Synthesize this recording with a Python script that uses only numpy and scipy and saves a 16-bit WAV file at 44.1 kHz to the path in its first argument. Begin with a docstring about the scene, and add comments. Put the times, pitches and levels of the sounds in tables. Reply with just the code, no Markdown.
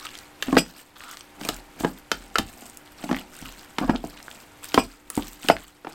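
"""Wet minced meat squelches and pops in a bowl on a kitchen table, as a wooden spoon stirs and mashes it.
The spoon clacks on the wall, scrapes and thumps the bowl: damped modes, stick-slip kicks and noise bursts.
The hardest blows jingle metal cutlery lying beside it; streams of tiny damped rings make the stirred meat.
Behind the bowl the table shudders and an appliance hums, with the small room's answer well below.
The camera's gain sinks a little after the hardest blows."""
import sys
import numpy as np
from scipy import signal
from scipy.fft import rfft, irfft, next_fast_len
from scipy.io import wavfile
from scipy.ndimage import map_coordinates

SR = 44100
rng = np.random.default_rng(int(sys.argv[2]) if len(sys.argv) > 2 else 0)


def put_to_file(sound):
    """Save the sound as 16-bit audio at rate SR, in the file named by the first command-line argument."""
    columns = np.atleast_2d(sound).T  # one column per channel
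    safe = np.clip(columns, -1, 1)
    whole_steps = np.round(safe * 32767)
    wavfile.write(sys.argv[1], SR, whole_steps.astype(np.int16))


N = 261954  # length in samples


def amp(db):
    """Decibels to gain."""
    return 10 ** (np.asarray(db) / 20)


def unit(x):
    """Scale to rms 1."""
    return x / np.sqrt(np.mean(x ** 2) + 1e-20)


def burst(x, seconds):
    """Scale a short sound to the energy of that many seconds at rms 1."""
    return x * np.sqrt(seconds * SR / (np.sum(x ** 2) + 1e-20))


def fade(t, t60):
    """Exponential decay, down 60 dB after t60 seconds."""
    return np.exp(-np.log(1000) * t / t60)


def along(points, hz):
    """Interpolate (Hz, value) points on a log frequency axis."""
    f, v = np.transpose(points)
    return np.interp(np.log(hz + 1), np.log(f + 1), v)


def wobble(rate):
    """A smooth random curve, rate knots a second."""
    knots = rng.standard_normal(int(N * rate / SR) + 4)
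    return map_coordinates(knots, [np.arange(N) * rate / SR])


def filtered(x, response):
    """x times a response of frequency."""
    size = next_fast_len(N + SR // 2)
    hz = np.fft.rfftfreq(size, 1 / SR)
    return irfft(rfft(x, size) * response(hz), size)[:N]


def coloured(x, spectrum):
    """x filtered by (Hz, dB) points, at rms 1."""
    return unit(filtered(x, lambda hz: amp(along(spectrum, hz))))


def band(x, lo, hi, order=2):
    """Causal band-pass."""
    edges = [lo, min(hi, SR / 2 - 1000)]
    return signal.sosfilt(signal.butter(order, edges, "band", fs=SR, output="sos"), x)


def add(track, s, sound):
    """Mix a sound into the track at time s."""
    part = track[max(round(s * SR), 0):][:len(sound)]
    part += sound[:len(part)]


# The rush of air in the kitchen. Each row: frequency in Hz, relative level in dB per Hz.
AIR = [(20, 1), (30, -4), (42, 6.5), (60, 0), (150, -1), (220, -4.5), (313, -5), (422, -3), (927, -5),
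       (2210, -6.5), (3810, -15), (7300, -19), (14400, -21.5), (16500, -91)]
# The motor tones behind it. Each row: frequency in Hz, mean level in dB.
HUM = [(296, -58), (366, -64.5), (500.6, -70), (797, -65), (926, -66), (1400, -95)]


def appliance(air_db=-52):
    """A soft rush of air with a few motor tones, unsteady in level and phase."""
    t = np.arange(N) / SR
    out = amp(air_db) * coloured(rng.standard_normal(N), AIR)
    for hz, db in HUM:
        level = amp(db + 1.6 * wobble(3.72))
        out += level * unit(np.sin(2 * np.pi * hz * t + 0.5 * wobble(5.22)))
    return out


# How long the small room holds a sound. Each row: frequency in Hz, t60 in s.
KITCHEN = [(100, 0.42), (300, 0.21), (800, 0.16), (2000, 0.17), (5000, 0.16), (13000, 0.11)]


def kitchen(near, gap_s=.005, count=12):
    """The small room's answer: decaying noise, drawn afresh for each of count equal stretches of time."""
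    out, edges = np.zeros(N), np.linspace(0, N, count + 1).astype(int)
    for a, b in zip(edges, edges[1:]):
        hz, t, cells = signal.stft(rng.standard_normal(SR // 3), SR, nperseg=256)
        # high notes die sooner than low ones
        cells = cells * fade(t, along(KITCHEN, hz)[:, None])
        tail = signal.istft(cells, SR, nperseg=256)[1]
        add(out, a / SR + gap_s, signal.fftconvolve(near[a:b], tail / np.linalg.norm(tail)))
    return out


# The arm leaning on the table. Each row: start in seconds, then the sway and the flex of the top,
# both as levels in dB before the table's own gain.
SWAY = [(0.499, -33, -60), (1.48, -41, -48.5), (1.808, -45, -46), (2.131, -44, -53), (2.379, -46, -37),
        (3.09, -45.5, -55), (3.41, -45, -49.5), (3.811, -33, -62), (3.901, -36, -60), (4.04, -50, -45.5),
        (4.774, -38.5, -37), (5.169, -39.5, -40), (5.512, -41, -39.5)]


def table(sway_hz=41, swell_s=0.067, gain_db=1, flex_hz=85, flex_t60=0.27):
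    """Each push swells the table's lowest mode and flexes its top; both die away."""
    out, t = np.zeros(N), np.arange(SR // 2) / SR
    for s, sway_db, flex_db in SWAY:
        hz = sway_hz * (1 + 0.036 * rng.normal())
        swell = (t / swell_s * np.exp(1 - t / swell_s)) ** 2
        sway = swell * np.sin(2 * np.pi * hz * t)
        noise = rng.standard_normal(len(t)) * fade(t, flex_t60)
        flex = band(noise, flex_hz * 0.3, flex_hz * 1.94)
        push = amp(sway_db) * sway + amp(flex_db) * burst(flex, seconds=0.1)
        add(out, s, amp(gain_db) * push)
    return out


# Blows that jolt the cutlery beside the bowl. Each row: start in seconds, level in dB,
# approximate time from first to last hit in s.
JOLTS = [(.575, -17, 0.014), (3.904, -45, 0.0055), (4.784, -26.5, .013), (5.506, -29, 0.0095)]
# The cutlery's modes. Each row: frequency in Hz, mean level in dB, t60 in s.
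STEEL = [(2450, -1, .08), (2590, -1, .08), (2848, 0, .09), (3348, -5, .08), (4620, -9, .12),
         (4925, -6, .13), (4992, 1, .15), (5062, -2, .14), (5810, -7, .14), (7339, -8, .12),
         (8032, -2.5, .16), (8371, -12, .14), (9012, -10, .17), (10400, -17, .1), (11210, -18, .14),
         (11810, -12, .14), (13600, -12, .12)]
BUZZ = .5  # rms depth of the buzz against the table; partials stay clear


def cutlery(count=4, scatter_db=1.5, buzz_hz=250, clatter_t60=0.0242):
    """Jolted metal spoons chatter a few times on the table and buzz against it as they ring on."""
    out, t = np.zeros(N), np.arange(SR // 3) / SR
    for s, db, length in JOLTS:
        hits = length * (np.arange(count) + rng.random(count) / 2) / (count - 1)
        ages = np.maximum(t - hits[:, None], 0)
        chatter = ((ages > 0) * fade(ages, clatter_t60)).sum(0)
        ring = unit(chatter * band(rng.standard_normal(len(t)), 1800, 3100, order=1))
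        for hz, level, t60 in STEEL:
            shake = 1 + BUZZ * unit(band(rng.standard_normal(len(t)), buzz_hz / 10, buzz_hz))
            mode = (np.sin(2 * np.pi * hz * ages) * fade(ages, t60)).sum(0)
            ring += amp(level + scatter_db * rng.normal()) * unit(shake * mode)
        add(out, s, amp(db) * burst(ring, seconds=0.031))
    return out


def small_pops(rate=30, pitch_hz=4600, octaves=0.74, above_db=11, scatter_db=3, spread=0.73):
    """Lesser pockets burst at random within each stroke, as loud as its squelch allows; rows as in POPS."""
    rows = []
    for start, length, squelch_db, _, _ in STROKES:
        for k, (place, size, pitch) in enumerate(rng.standard_normal((16, 3))):
            age = (k + .5 + place / 2) / rate
            if age < length:
                db = squelch_db + above_db + scatter_db * size
                hz = min(pitch_hz * 2 ** (octaves * pitch), SR / 5)
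                rows.append((start + age, db, hz, spread))
    return rows


# The larger air pockets bursting in the meat. Each row: start in seconds, level in dB,
# starting pitch in Hz, relative spread of the snap (it widens and strengthens the noise).
POPS = [(.0515, -27.5, 1940, 0.9), (0.068, -24, 2940, 0.55), (.089, -32, 2900, .7), (.153, -29, 3350, 0.63),
        (0.188, -30, 4450, 0.83), (1.0063, -25.5, 1750, 0.75), (1.0377, -28, 2170, 0.74),
        (1.113, -28, 6400, .7), (1.1332, -32, 1800, 0.52), (1.171, -27.5, 1900, 1.2),
        (1.2085, -28.5, 3100, 0.84), (1.435, -28, 2680, 1.15), (1.545, -30, 7600, .4),
        (1.564, -31, 3630, 1.8), (1.8032, -27.5, 5070, 1.2), (2.6988, -32.5, 8340, 0.37),
        (2.7723, -28, 8300, 0.75), (3.146, -19.5, 1900, 0.48), (3.167, -22.5, 2060, 0.47),
        (3.1878, -28.5, 2820, .6), (3.4577, -28.5, 2760, 0.47), (3.9049, -21.5, 1370, 0.8),
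        (3.9606, -20, 3420, 0.45), (4.282, -23.5, 1480, 0.32), (4.3132, -28.5, 3090, 0.68),
        (4.72, -31, 2574, 0.74), (5.1019, -16, 9460, 0.63), (5.154, -23.5, 8340, 0.68),
        (5.1678, -25, 8860, 0.46), (5.224, -24, 3100, 0.55), (5.2814, -30, 5300, 0.66),
        (5.4315, -29, 2780, .6), (5.567, -14.5, 1940, 0.53)]


def pops(cycles=10, snap_t60=0.012, snap_db=2, reach=1.42, rise_s=0.000067):
    """A wet film snaps and the little cavity behind it rings for a few cycles, rising as it opens."""
    out, t = np.zeros(N), np.arange(SR // 40) / SR
    for s, db, hz, spread in POPS + small_pops():
        cavity = np.sin(2 * np.pi * hz * t * (1 + 12 * t)) * fade(t, cycles / hz)
        width = 2 ** (reach * spread)
        noise = rng.standard_normal(len(t)) * fade(t, snap_t60)
        snap = band(noise, hz / width, hz * width)
        pop = unit(cavity) + amp(snap_db) * spread ** 2 * unit(snap)
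        pop = pop * (1 - np.exp(-t / rise_s))
        add(out, s, amp(db) * burst(pop, seconds=0.0007))
    return out


# The blade stuttering along the bowl. Each row: start in seconds, end in seconds, level in dB,
# resonance in Hz.
SCRAPES = [(0.043, 0.063, -42, 1300), (0.484, 0.506, -31, 262), (0.533, 0.576, -27, 265),
           (.955, 0.976, -42.5, 1370), (0.997, 1.157, -43.5, 1340), (1.849, 1.871, -36.5, 223),
           (3.089, 3.137, -30.5, 285), (3.44, 3.482, -47, 1340), (3.817, 3.852, -25, 266.4),
           (3.875, 3.913, -23.5, 255), (3.929, 3.953, -24.5, 254)]


def scrapes(rate=380, cycles=11, overtone=2.5, overtone_db=-6, grit_db=-13, grit_t60=0.0084, size_db=3.0):
    """Wood sticks and slips at an uneven rate; every slip kicks a resonance of the bowl or of the blade."""
    out, t = np.zeros(N), np.arange(SR // 20) / SR
    for start, end, db, hz in SCRAPES:
        size = int((end - start) * SR)
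        # the slip rate takes a new value every 128 samples
        drift = np.repeat(rng.standard_normal(size // 128 + 1), 128)[:size]
        turns = np.cumsum(rate * np.exp(.6 * drift)) / SR
        slips = np.diff(np.floor(turns), prepend=-1)
        slips = slips * amp(size_db * rng.standard_normal(size)) * rng.choice([-1, 1], size)
        ring = unit(fade(t, cycles / hz) * np.sin(2 * np.pi * hz * t))
        upper = fade(t, cycles / hz / 5) * np.sin(2 * np.pi * overtone * hz * t)
        ring += amp(overtone_db) * unit(upper)
        # the contact itself adds a short gritty rasp
        grit = band(rng.standard_normal(len(t)) * fade(t, grit_t60), 760, 1470)
        ring += amp(grit_db) * unit(grit)
        kick = band(ring, hz * .78, hz * 10, order=3)
        stroke = signal.fftconvolve(slips * signal.windows.tukey(size, .3), kick)
        add(out, start, amp(db) * burst(stroke, seconds=end - start))
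    return out


def grains(rate, pitch_hz, spread, cycles, size_db):
    """A steady stream of tiny damped rings of very unequal size."""
    count = int(rate * N / SR)
    place, size, life = rng.random((count, 3)).T
    hz = np.clip(pitch_hz * np.exp(spread * rng.standard_normal(count)), 100, 16000)[:, None]
    age = np.arange(256)  # samples
    turns = hz * age / SR
    gain = amp(-size_db * np.log(size + .02))[:, None]
    rings = gain * np.sin(2 * np.pi * turns) * np.exp(-turns / (cycles * (.5 + life[:, None])))
    spots = (place * N).astype(int)[:, None] + age
    return np.bincount(spots.ravel(), rings.ravel(), N)[:N]


# Strokes through the meat. Each row: start in seconds, length in seconds before the release, then levels
# in dB of the squelch, the sticky crackle and the drag on the bowl, before the trims in stirring().
STROKES = [(0, 0.18, -48, -50.5, -61), (0.442, 0.18, -46.5, -46.5, -44), (0.654, .15, -46.5, -45.5, -47),
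           (0.99, 0.16, -49.5, -47, -55), (1.406, 0.12, -46, -46.5, -42.5), (1.795, 0.093, -48, -46, -46),
           (2.14, 0.25, -54.5, -54, -53), (2.38, 0.16, -52, -48, -54), (2.561, 0.096, -52.5, -47, -48),
           (3.021, 0.18, -47, -50, -44.5), (3.324, .28, -49.5, -49.5, -55), (3.801, 0.22, -50.5, -52, -52),
           (4.029, 0.18, -47.5, -50, -50), (4.253, 0.14, -49.5, -48.5, -50), (4.645, 0.26, -46, -44, -66),
           (5.142, 0.13, -45, -41, -51.5), (5.424, 0.2, -44.5, -42.5, -50), (5.89, .07, -49, -52, -46.5)]
ATTACK_S, RELEASE_S = 0.026, 0.067  # the blade enters the meat; the meat settles behind it
SETTLE_DB = -62.5  # floor of all three levels: the mince never quite stops ticking


def stroke_levels():
    """Squelch, crackle and drag: each stroke rises, holds and dies away."""
    t, levels = np.arange(N) / SR, np.zeros((3, N))
    for start, length, *db in STROKES:
        before, after = np.minimum(t - start, 0), np.maximum(t - start - length, 0)
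        envelope = np.exp(before / ATTACK_S - after / RELEASE_S)
        levels = np.maximum(levels, amp(db)[:, None] * envelope)
    return np.hypot(levels, amp(SETTLE_DB))


# Filters on the grains of blade, wet meat and sticky strands. Each row: frequency in Hz, relative gain in dB.
DRAG = [(60, -10.5), (150, -9), (240, 1.5), (320, -4), (420, -11.5), (800, 0.5), (1200, -10), (2200, -22),
        (5000, -70)]
SQUELCH = [(500, -20.5), (1080, -0.5), (1400, 2), (1900, -2), (3200, 1.5), (5000, 5), (7000, -2.5),
           (12000, -33)]
CRACKLE = [(3000, 0), (5500, -8), (8300, 3), (10000, -9.5), (12700, 2), (16000, -1.5)]


def stirring(drag_db=-1, crackle_db=-1, clump_db=3.0):
    """The blade judders over the bowl while the mince squelches and its sticky strands tear."""
    squelch, crackle, drag = stroke_levels()
    lumps = amp(clump_db * wobble(50))  # the meat gives way lump by lump
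    slips = grains(rate=400, pitch_hz=655, spread=0.53, cycles=0.45, size_db=-1.0)
    bubbles = grains(rate=1200, pitch_hz=2633, spread=0.568, cycles=4.6, size_db=4.0)
    strands = grains(rate=1200, pitch_hz=8980, spread=0.37, cycles=1.3, size_db=5.0)
    out = amp(drag_db) * drag * coloured(slips, DRAG)
    out += squelch * coloured(lumps * bubbles, SQUELCH)
    out += amp(crackle_db) * crackle * coloured(lumps * strands, CRACKLE)
    return out


# Spoon against bowl. Each row: start in seconds, note of the spot struck in Hz, strength in dB,
# hardness of the contact as a corner in Hz, weight on the bowl in dB.
KNOCKS = [(0.4245, 2773, -26, 4400, -27), (0.4826, 288, -39.5, 1900, 14.5), (.526, 1073, -28.5, 1650, 13.5),
          (0.5529, 1150, -38, 3240, 9), (.568, 480, -9.5, 1520, 0), (0.5828, 2740, -23.5, 4500, 6.5),
          (1.412, 715, -44.5, 2850, 10), (1.45, 2450, -39.5, 6760, 6), (1.488, 1295, -27, 5560, -2),
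          (1.807, 280, -42.5, 3470, 13), (1.835, 902, -33.5, 1004, 8.5), (1.8463, 1630, -22, 1760, 5.5),
          (2.116, 1420, -19.5, 3340, -13.5), (2.356, 1370, -12, 1750, -37), (2.384, 3100, -21, 4900, -11.5),
          (2.393, 2860, -36, 2520, 12), (2.622, 655, -49.5, 1000, 6.5), (3.039, 688, -42.5, 2980, 13),
          (3.091, 860, -33, 1540, 0), (3.112, 1740, -29, 2080, 7.5), (3.128, 290, -34, 2480, 8.5),
          (3.4238, 258, -56, 3000, 21), (3.784, 907, -25, 2770, -3), (3.813, 288, -41, 1500, 18.5),
          (3.895, 250, -25, 1630, 13.5), (3.953, 463, -30.5, 1400, 3.5), (4.04, 690, -24.5, 700, -1.5),
          (4.743, 4550, -24, 4700, 0.5), (4.776, 1036, -6, 956, -7.5), (5.102, 1340, -35, 2200, -22),
          (5.176, 304, -31, 1525, 15.5), (5.192, 258, -40.5, 900, 14.5), (5.447, 280, -46.5, 2500, 14.5),
          (5.486, 3000, -18.5, 4160, -7), (5.499, 655, 3.5, 756, -19.5), (5.847, 1410, -28.5, 1330, -9.5),
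          (5.869, 792, -23, 984, -10)]
# Registers of a knock: thud, wall, blade, crack, tick. Each row: low edge in Hz, high edge in Hz, t60 of the
# dense modes in s, their level against the clear modes in dB, register level in dB, share of the weight 0-1.
REGISTERS = [(162.5, 363, 0.17, -9.5, 0.5, 0.99), (376, 1040, 0.026, 0, 0.5, 0.43),
             (1195, 2510, 0.023, 1.5, -0.9, 0), (2560, 5420, 0.018, 6, 3, 0.04),
             (5300, 14500, 0.048, -4.5, 8.5, 0.07)]
# Clear modes of bowl, table and spoon. Each row: mean frequency in Hz, mean relative level in dB, t60 in s.
BOWL = [(177, -21, 0.34), (225.3, -10.5, 0.15), (253.7, -7.5, 0.076), (280.6, 3, 0.062), (295, -3, 0.048),
        (438, -1, 0.036), (527, -1, 0.023), (665, 2.5, 0.039), (805.5, -4, 0.087), (1135, 11.5, 0.036),
        (1307, 9, 0.02), (1600, 7.5, 0.022), (1800, -17.5, 0.014), (2960, -3.5, 0.033), (4796, -14, 0.017),
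        (5660, -33, .015), (7200, 4.5, 0.0041), (8370, -6, 0.011), (12350, -7, 0.0089)]
CUSHION_ORDER = 5.22  # how steeply a blow's power falls above its corner


def knocks(scatter_db=2, detune=0.0385, rise_cycles=1.0, note_db=4, note_t60=0.022):
    """Wood on the wall rings the registers; meat cushions a blow above its corner, weight thumps the bowl."""
    out, t = np.zeros(N), np.arange(SR // 5) / SR
    for s, note_hz, db, corner_hz, weight_db in KNOCKS:
        # each point of contact picks the modes at new strengths, and the meat's load shifts them
        modes = [(hz * (1 + detune * rng.normal()), level + scatter_db * rng.normal(), life)
                 for hz, level, life in BOWL]
        attack = 1 - np.exp(-t * corner_hz / rise_cycles)
        for lo, hi, t60, dense_db, register_db, share in REGISTERS:
            clear = np.zeros(len(t))
            for hz, level, life in modes:
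                if lo <= hz < hi:
                    clear += amp(level) * fade(t, life) * np.sin(2 * np.pi * hz * t)
            dense = rng.standard_normal(len(t)) * fade(t, t60)
            clear, dense = band([clear, dense], lo, hi)
            ring = unit(clear) + amp(dense_db) * unit(dense)
            # the note of the spot sounds only in the registers it falls in
            if lo / 1.1 <= note_hz < hi * 1.1:
                note = fade(t, note_t60) * np.sin(2 * np.pi * note_hz * t)
                ring += amp(note_db) * unit(note)
            centre_hz = np.sqrt(lo * hi)
            cushion = 1 / np.sqrt(1 + (centre_hz / corner_hz) ** CUSHION_ORDER)
            gain = cushion * amp(db + register_db + share * weight_db)
            add(out, s, gain * burst(ring * attack, seconds=0.0098))
    return out


def scene(room_db=-11):
    """Everything close at the bowl, its room, the shuddering table and the steady background."""
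    near = cutlery() + pops() + scrapes() + stirring() + knocks()
    return (appliance() + amp(room_db) * kitchen(near) + table() + near)[None]


def gain_control(x, threshold_db=-26, lag_s=.12):
    """A slow gain control: the level sinks after the hardest blows and creeps back."""
    keep = np.exp(-1 / (lag_s * SR))
    power = (x / amp(threshold_db)) ** 2
    for _ in range(2):  # smoothed twice
        power = signal.lfilter([1 - keep], [1, -keep], power)
    return x / np.sqrt(1 + power)


TOP_HZ = 16200  # band limit


def record(dry):
    """The camera rides its gain, rounds off the highest peaks and keeps nothing above its band limit."""
    ridden = gain_control(dry[0])
    held = ridden / (1 + np.abs(ridden) ** 8) ** (1 / 8)
    return filtered(held, lambda hz: hz < TOP_HZ)[None]


dry = scene()
out = record(dry)
put_to_file(out)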